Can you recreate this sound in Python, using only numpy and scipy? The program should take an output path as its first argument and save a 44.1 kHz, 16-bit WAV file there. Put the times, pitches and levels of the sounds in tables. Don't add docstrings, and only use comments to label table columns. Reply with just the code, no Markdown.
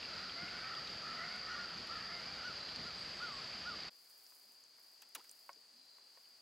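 import sys
import numpy as np
from scipy import signal
from scipy.fft import rfft, irfft, next_fast_len
from scipy.io import wavfile

SR = 44100
rng = np.random.default_rng(int(sys.argv[2]) if len(sys.argv) > 2 else 0)


def transcribe(u):
    v = np.clip(np.atleast_2d(u).T, -1, 1)
    q = np.round(v * 32767).astype(np.int16)
    wavfile.write(sys.argv[1], SR, q)


N = 282681
TIME = np.arange(N) / SR


def from_db(db):
    return 10 ** (np.asarray(db) / 20)


def unit_rms(x):
    return x / np.sqrt(np.mean(x ** 2) + 1e-20)


def gate(start, end, fade):
    return np.clip((TIME - start) / fade, 0, 1) * np.clip((end - TIME) / fade, 0, 1)


def decay(start, t60):
    return (TIME >= start) * from_db(-60 * np.clip((TIME - start) / t60, 0, 3))


def drift(rate):
    knots = rng.standard_normal(8192)
    return unit_rms(np.interp(TIME * rate, np.arange(len(knots)), knots))


def coloured(spectrum):
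    hz, db = np.transpose(spectrum)
    size = next_fast_len(N, real=True)
    log_hz = np.log(np.fft.rfftfreq(size, 1 / SR) + 1)
    gain = from_db(np.interp(log_hz, np.log(hz), db, left=-np.inf))
    return unit_rms(irfft(rfft(rng.standard_normal(size)) * gain, size)[:N])


def band(x, low_hz, high_hz):
    edges = np.clip([low_hz, high_hz], 10, .45 * SR)
    return signal.sosfilt(signal.butter(2, edges, "band", fs=SR, output="sos"), x + 1e-18)


def low_pass(x, hz):
    return signal.sosfilt(signal.ellip(10, .1, 70, hz, fs=SR, output="sos"), x)


def voice(hz, partials=((1, 0),)):
    phase = 2 * np.pi * np.cumsum(hz) / SR
    return np.sqrt(2) * sum(from_db(db) * np.sin(k * phase) for k, db in partials)


def woods(x, t60):
    tail = rng.standard_normal(SR) * from_db(-60 * TIME[:SR] / t60)
    return signal.fftconvolve(x, tail / np.linalg.norm(tail))[:N]


# (frequency [Hz], relative level [dB])
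HISS_EQ = [(30, 3), (500, -2), (1500, -17), (3500, -22), (5000, -18.5), (7000, -3), (9500, -7),
           (12000, 9.5), (14000, 0)]
def hiss(level_db=-83.5):
    return from_db(level_db) * np.array([coloured(HISS_EQ), coloured(HISS_EQ)])


# (frequency [Hz], relative level [dB])
QUIET_AIR_EQ = [(30, -22), (100, -10), (180, -6), (245, -1), (340, 0), (660, 2.5), (1000, 1.3), (3500, 0),
                (6500, -0.5), (9000, -4), (15500, -14.5)]
def quiet_air(level_db=-71):
    return from_db(level_db) * coloured(QUIET_AIR_EQ)


# (frequency [Hz], relative level [dB])
LOUD_AIR_EQ = [(22, -35), (35, -8), (58, 2), (130, 1.5), (195, 6), (290, -1), (690, 1.5), (940, -2.5),
               (1250, 2), (3900, -0.8), (5600, -8), (7000, -13.5), (9000, -28), (12000, -26), (13800, -59)]
def loud_air(level_db=-51):
    return from_db(level_db + .5 * drift(14)) * coloured(LOUD_AIR_EQ)


# (frequency [Hz], relative level [dB])
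RUSTLE_EQ = [(3000, -18), (7000, -8), (10000, -3.5), (13000, -3.5), (15800, -3)]
# (time [s], length [s], relative level [dB])
RUSTLE_SWELLS = [(3.8, 0.87, -68), (4.72, 0.35, -74), (5.08, .53, -70.3), (6.05, .45, -78)]
def rustle(grains_per_s=200, grain_db=-5, rest_db=-81):
    grains = (rng.random(N) < grains_per_s / SR) * rng.standard_normal(N)
    crackle = from_db(grain_db) * unit_rms(band(grains, 8500, 21000))
    power = from_db(rest_db) ** 2
    for start, length, db in RUSTLE_SWELLS:
        progress = np.clip((TIME - start) / length, 0, 1)
        power += (from_db(db) * np.sin(np.pi * progress)) ** 2
    flicker = from_db(1.7 * drift(90))
    return np.sqrt(power) * flicker * (coloured(RUSTLE_EQ) + crackle)


# (frequency [Hz], relative level [dB])
FAR_CRICKETS_EQ = [(3600, -51), (4100, -11), (4400, -3.5), (4600, -0.5), (4800, 2.5), (5020, -3.5),
                   (5250, -9), (5700, -50)]
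def cricket_chorus(centre_hz=4740, spread_hz=160, pulses_per_s=60, droop_hz=130, near_db=-4, count=10):
    near = np.zeros(N)
    detunes = np.linspace(-1.5, 1.5, count)
    for detune, speed, offset in zip(detunes, rng.standard_normal(count), rng.random(count)):
        stroke_rate = pulses_per_s * (1 + .06 * speed + .02 * drift(8))
        stroke = (offset + np.cumsum(stroke_rate) / SR) % 1
        hz = centre_hz + spread_hz * detune - droop_hz * (stroke - .5) + 45 * drift(120)
        pulses = np.sin(np.pi * stroke) ** 4
        near += pulses * voice(hz) * np.exp(-detune ** 2 / 2)
    return unit_rms(from_db(near_db) * unit_rms(near) + coloured(FAR_CRICKETS_EQ))


# (time [s], length [s], relative level [dB])
TRILLS = [(-.03, 0.71, -52.5), (2.466, 0.69, -49.5), (5.7, 0.58, -63)]
def cricket_trills(pitch_hz=4087, pulses_per_s=38.5, wet_db=-6):
    envelope = np.zeros(N)
    for start, length, db in TRILLS:
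        age = TIME - start
        swell = np.interp(age / length, [0, .19, .33, 1], [.072, .78, .81, 0])
        envelope += from_db(db) * swell * np.sin(np.pi * pulses_per_s * age) ** 4
    dry = envelope * voice(pitch_hz + 24 * drift(160))
    return dry + from_db(wet_db) * woods(dry, t60=.49)


# (time [s], length [s], level [dB], centre [Hz], width [octaves])
BUMPS = [(0.403, 0.076, -51, 185, 1.1), (2.75, 0.11, -52.5, 180, 0.99), (4.403, .14, -84, 241, .6),
         (5.144, 0.073, -67.5, 330, 1.1), (5.551, 0.054, -74, 320, 0.75), (5.68, 0.2, -80.5, 252, .45)]
def boat_bumps():
    out = np.zeros(N)
    for start, length, db, hz, width in BUMPS:
        edge = 2 ** (width / 2)
        thud = unit_rms(band(rng.standard_normal(N), hz / edge, hz * edge))
        out += from_db(db) * gate(start, start + length, length / 2) * thud
    return out


# (time [s], level before the filter [dB], pitch [Hz])
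TICKS = [(.029, -36.5, 2760), (.05, -36.5, 2720), (.296, -38.5, 3200), (.483, -36, 2740),
         (.643, -36.5, 2500), (.75, -33, 3390), (.874, -35, 3800), (1.36, -47.5, 6500), (1.872, -56, 11000),
         (2.69, -37.5, 3280), (2.76, -34.5, 4300), (2.998, -58, 10500), (3.532, -39, 2570),
         (4.265, -48, 5370), (4.355, -55, 9700), (4.638, -51, 6470), (4.796, -57, 13000),
         (4.836, -57, 14600), (5.09, -53, 12900), (5.294, -43, 5940), (5.313, -42, 8700),
         (5.531, -47.5, 5100), (6.255, -58, 2960)]
def ticks(click_db=-1, ring_db=-3.5):
    out, t = np.zeros(N), TIME[:SR // 10]
    for start, db, hz in TICKS:
        t60 = .018 * (3000 / hz) ** .39
        click = from_db(click_db) * rng.standard_normal(len(t))
        ring = from_db(ring_db) * np.sin(2 * np.pi * hz * t)
        tick = band((click + ring) * from_db(db - 60 * t / t60), .74 * hz, 1.38 * hz)
        at = round(start * SR)
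        out[at:at + len(t)] += tick[:N - at]
    return out


def far_calls(calls, partials, glide, rough, arch, dry_db, wet_db):
    dry, shake = np.zeros(N), 1 + rough * drift(220)
    for start, length, pitch_hz, db in calls:
        on = (TIME >= start) & (TIME < start + length)
        progress = (TIME[on] - start) / length
        bow = np.abs(np.sin(np.pi * progress))
        bend = (1 + glide * (progress - .5)) * (1 + arch * (bow - 2 / np.pi))
        dry[on] += from_db(db) * np.sqrt(bow) * voice(pitch_hz * bend * shake[on], partials)
    return from_db(dry_db) * dry + from_db(wet_db) * woods(dry, t60=.96)


# (time [s], length [s], pitch [Hz], relative level [dB])
LISPS = [(2.93, .15, 7950, -73), (3.12, .1, 8000, -74), (3.3, .108, 7750, -71)]
def songbird_lisps():
    return far_calls(LISPS, [(1, 0)], glide=-.04, rough=.034, arch=.023, dry_db=-2, wet_db=-5)


# (time [s], length [s], pitch [Hz], relative level [dB])
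SQUEALS = [(.35, .15, 704, -56), (.52, .17, 752, -61.5), (1.15, .14, 687.6, -55), (1.27, 0.112, 716, -58),
           (2.06, 0.151, 687, -59), (2.2, .16, 765, -63.5)]
# (harmonic [number], relative level [dB])
SQUEAL_TIMBRE = [(1, -5), (2, 1), (3, 1.5), (4, -28)]
def bird_squeals():
    return far_calls(SQUEALS, SQUEAL_TIMBRE, glide=.0676, rough=.025, arch=.02, dry_db=-.5, wet_db=-4)


# (time [s], length [s], lower pitch [Hz], lower gain [dB], upper gain [dB])
CRIES = [(.05, 0.28, 1339, -55.5, -62.5), (0.348, 0.14, 1405, -60, -69), (.5, .13, 1418, -53, -63),
         (0.609, .18, 1269, -50.7, -57), (1.0, 0.18, 1305, -52.5, -59), (1.15, .14, 1345, -52.5, -56.5),
         (1.42, .2, 1290, -54, -55.5), (1.649, 0.117, 1385, -58.5, -69), (1.86, .26, 1315, -55.5, -56.5),
         (2.34, 0.122, 1410, -55, -68), (3.38, 0.065, 1370, -57, -70)]
def bird_cries(upper_hz=1794):
    lower = [(start, length, hz, db) for start, length, hz, db, _ in CRIES]
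    upper = [(start, length, upper_hz, db) for start, length, _, _, db in CRIES]
    return far_calls(lower + upper, partials=[(1, 1), (2, -14.5)],
                     glide=-.0307, rough=.0559, arch=.0484, dry_db=-2.5, wet_db=-1.5)


# (time [s], length [s], rise [s], top pitch [Hz], fall [s], level [dB],
# overtone gain [dB], shake [share of pitch])
WHISTLES = [(1.031, 0.069, .03, 1305, .13, -54.5, -22, .018),
            (1.465, .105, .05, 1453, 0.16, -49, -12, .016),
            (1.564, 0.098, 0.017, 1432, 0.27, -48, -18, .011),
            (1.885, 0.099, .035, 1375, .075, -48.5, -22, 0.014),
            (2.425, 0.099, 0.038, 1480, .062, -46.5, -15, 0.0079),
            (2.836, .08, 0.0374, 1416, 0.039, -51, -24, .005),
            (3.194, .215, 0.041, 1450, .058, -45.5, -27, .004),
            (3.641, .11, 0.0423, 1455, 0.0415, -46, -24, 0.0037)]
# (harmonic [number], relative level [dB])
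WHISTLE_OVERTONES = [(2, 0.5), (3, 0), (4, -3.5)]
def bird_whistles(scoop_share=.24, sag_share=.295, dim_db=34, tiring_db_per_s=25, wet_db=-9):
    dry = np.zeros(N)
    for start, length, rise, top_hz, fall, db, overtones_db, shake in WHISTLES:
        from_top = TIME - start - rise
        past_top = np.maximum(from_top, 0)
        scoop = scoop_share * np.clip(from_top / rise, -1, 0) ** 2
        sag = sag_share * (1 - 1 / (1 + (past_top / fall) ** 2))
        hz = top_hz * (1 - scoop - sag) * (1 + shake * drift(170))
        tone = voice(hz) + from_db(overtones_db) * voice(hz, WHISTLE_OVERTONES)
        loss_db = dim_db * (scoop + sag) + tiring_db_per_s * past_top
        dry += from_db(db - loss_db) * gate(start, start + length, fade=.011) * tone
    return dry + from_db(wet_db) * woods(dry, t60=.34)


# (time [s], relative level [dB])
SPLASHES = [(5.0192, -54.5), (5.1494, -41), (5.241, -60.5)]
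def splashes(entry_s=.0029, slap_db=5, patter_db=-14):
    spray, slap, patter = np.zeros((3, N))
    for start, db in SPLASHES:
        entering = (TIME >= start) * (TIME < start + entry_s)
        spray += from_db(db) * (entering + decay(start + entry_s, t60=.035))
        slap += from_db(db + slap_db) * decay(start + .003, t60=.06)
        patter += from_db(db + patter_db) * decay(start + .012, t60=.25)
    white = rng.standard_normal((3, N))
    droplets = band(patter * from_db(4 * drift(500)) * white[2], 700, 6000)
    return band(spray * white[0], 3300, 19000) + band(slap * white[1], 800, 3500) + droplets


def bubble(start=5.153, length=.064, lowest_hz=860, turn_s=.031, octave_s=.038, pop_db=-52, ring_db=-66):
    age = np.clip(TIME - start, 0, length)
    hz = lowest_hz * (1 + ((age - turn_s) / octave_s) ** 2)
    wobble = 1 + .06 * drift(400)
    envelope = from_db(pop_db) * decay(start, t60=.045) + from_db(ring_db)
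    return gate(start, start + length, fade=.002) * envelope * voice(hz * wobble)


# (time [s], relative level [dB])
KNOCKS = [(4.322, -54), (4.783, -53.5), (5.4923, -37), (5.983, -51.5), (6.173, -49.5)]
# (frequency [Hz], relative level [dB], decay by 60 dB [s])
HULL_MODES = [(563, -16, 0.086), (677, -14, 0.082), (990, -6.5, 0.037), (1083, -5, 0.065),
              (1350, -6, 0.027), (1500, -10, 0.045), (1860, -14, 0.049), (2190, -6, 0.04),
              (2500, -14, 0.016)]
def hull_knocks(ring_db=-5.5, crack_db=2, ring_growth=.52):
    impulses, crack = np.zeros((2, N))
    hardest_db = max(db for _, db in KNOCKS)
    for start, db in KNOCKS:
        impulses[round(start * SR)] = from_db(db + ring_growth * (db - hardest_db))
        crack += from_db(db + crack_db) * decay(start, t60=.019)
    t = TIME[:SR // 4]
    ring = sum(from_db(db + ring_db - 60 * t / t60) * np.cos(2 * np.pi * hz * t)
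               for hz, db, t60 in HULL_MODES)
    hits = signal.fftconvolve(impulses, ring)[:N] + crack * rng.standard_normal(N)
    return band(band(hits, 350, 2350), 280, 2350)


def loud_spot(chorus, trills, chorus_db=-49):
    bed = loud_air() + hiss() + from_db(chorus_db) * chorus + trills
    return bed + bird_cries() + bird_squeals() + songbird_lisps() + bird_whistles()


def quiet_spot(chorus, trills, chorus_db=-65, lean_db=1.2, spread_db=-8, delay_s=.016):
    sides = np.array([[1], [-1]])
    crickets = (from_db(chorus_db) * chorus + trills) * from_db(lean_db * sides)
    bed = quiet_air() + rustle() + crickets
    stereo_spread = from_db(spread_db) * np.roll(bed, round(delay_s * SR), axis=1) * sides
    wide_splashes = splashes() + from_db(-12) * splashes() * sides
    return bed + stereo_spread + wide_splashes + bubble() + hull_knocks()


def scene(cut_s=3.9):
    chorus, trills = cricket_chorus(), cricket_trills()
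    small_sounds = ticks() + boat_bumps()
    first = low_pass(loud_spot(chorus, trills) + small_sounds, hz=13500)
    second = quiet_spot(chorus, trills) + small_sounds
    fade_out = np.clip((cut_s - TIME) / .014, 0, 1)
    fade_in = np.clip((TIME - cut_s) / .008, 0, 1)
    return first * fade_out + second * fade_in


def record(dry):
    return low_pass(dry, hz=15800)


dry = scene()
out = record(dry)
transcribe(out)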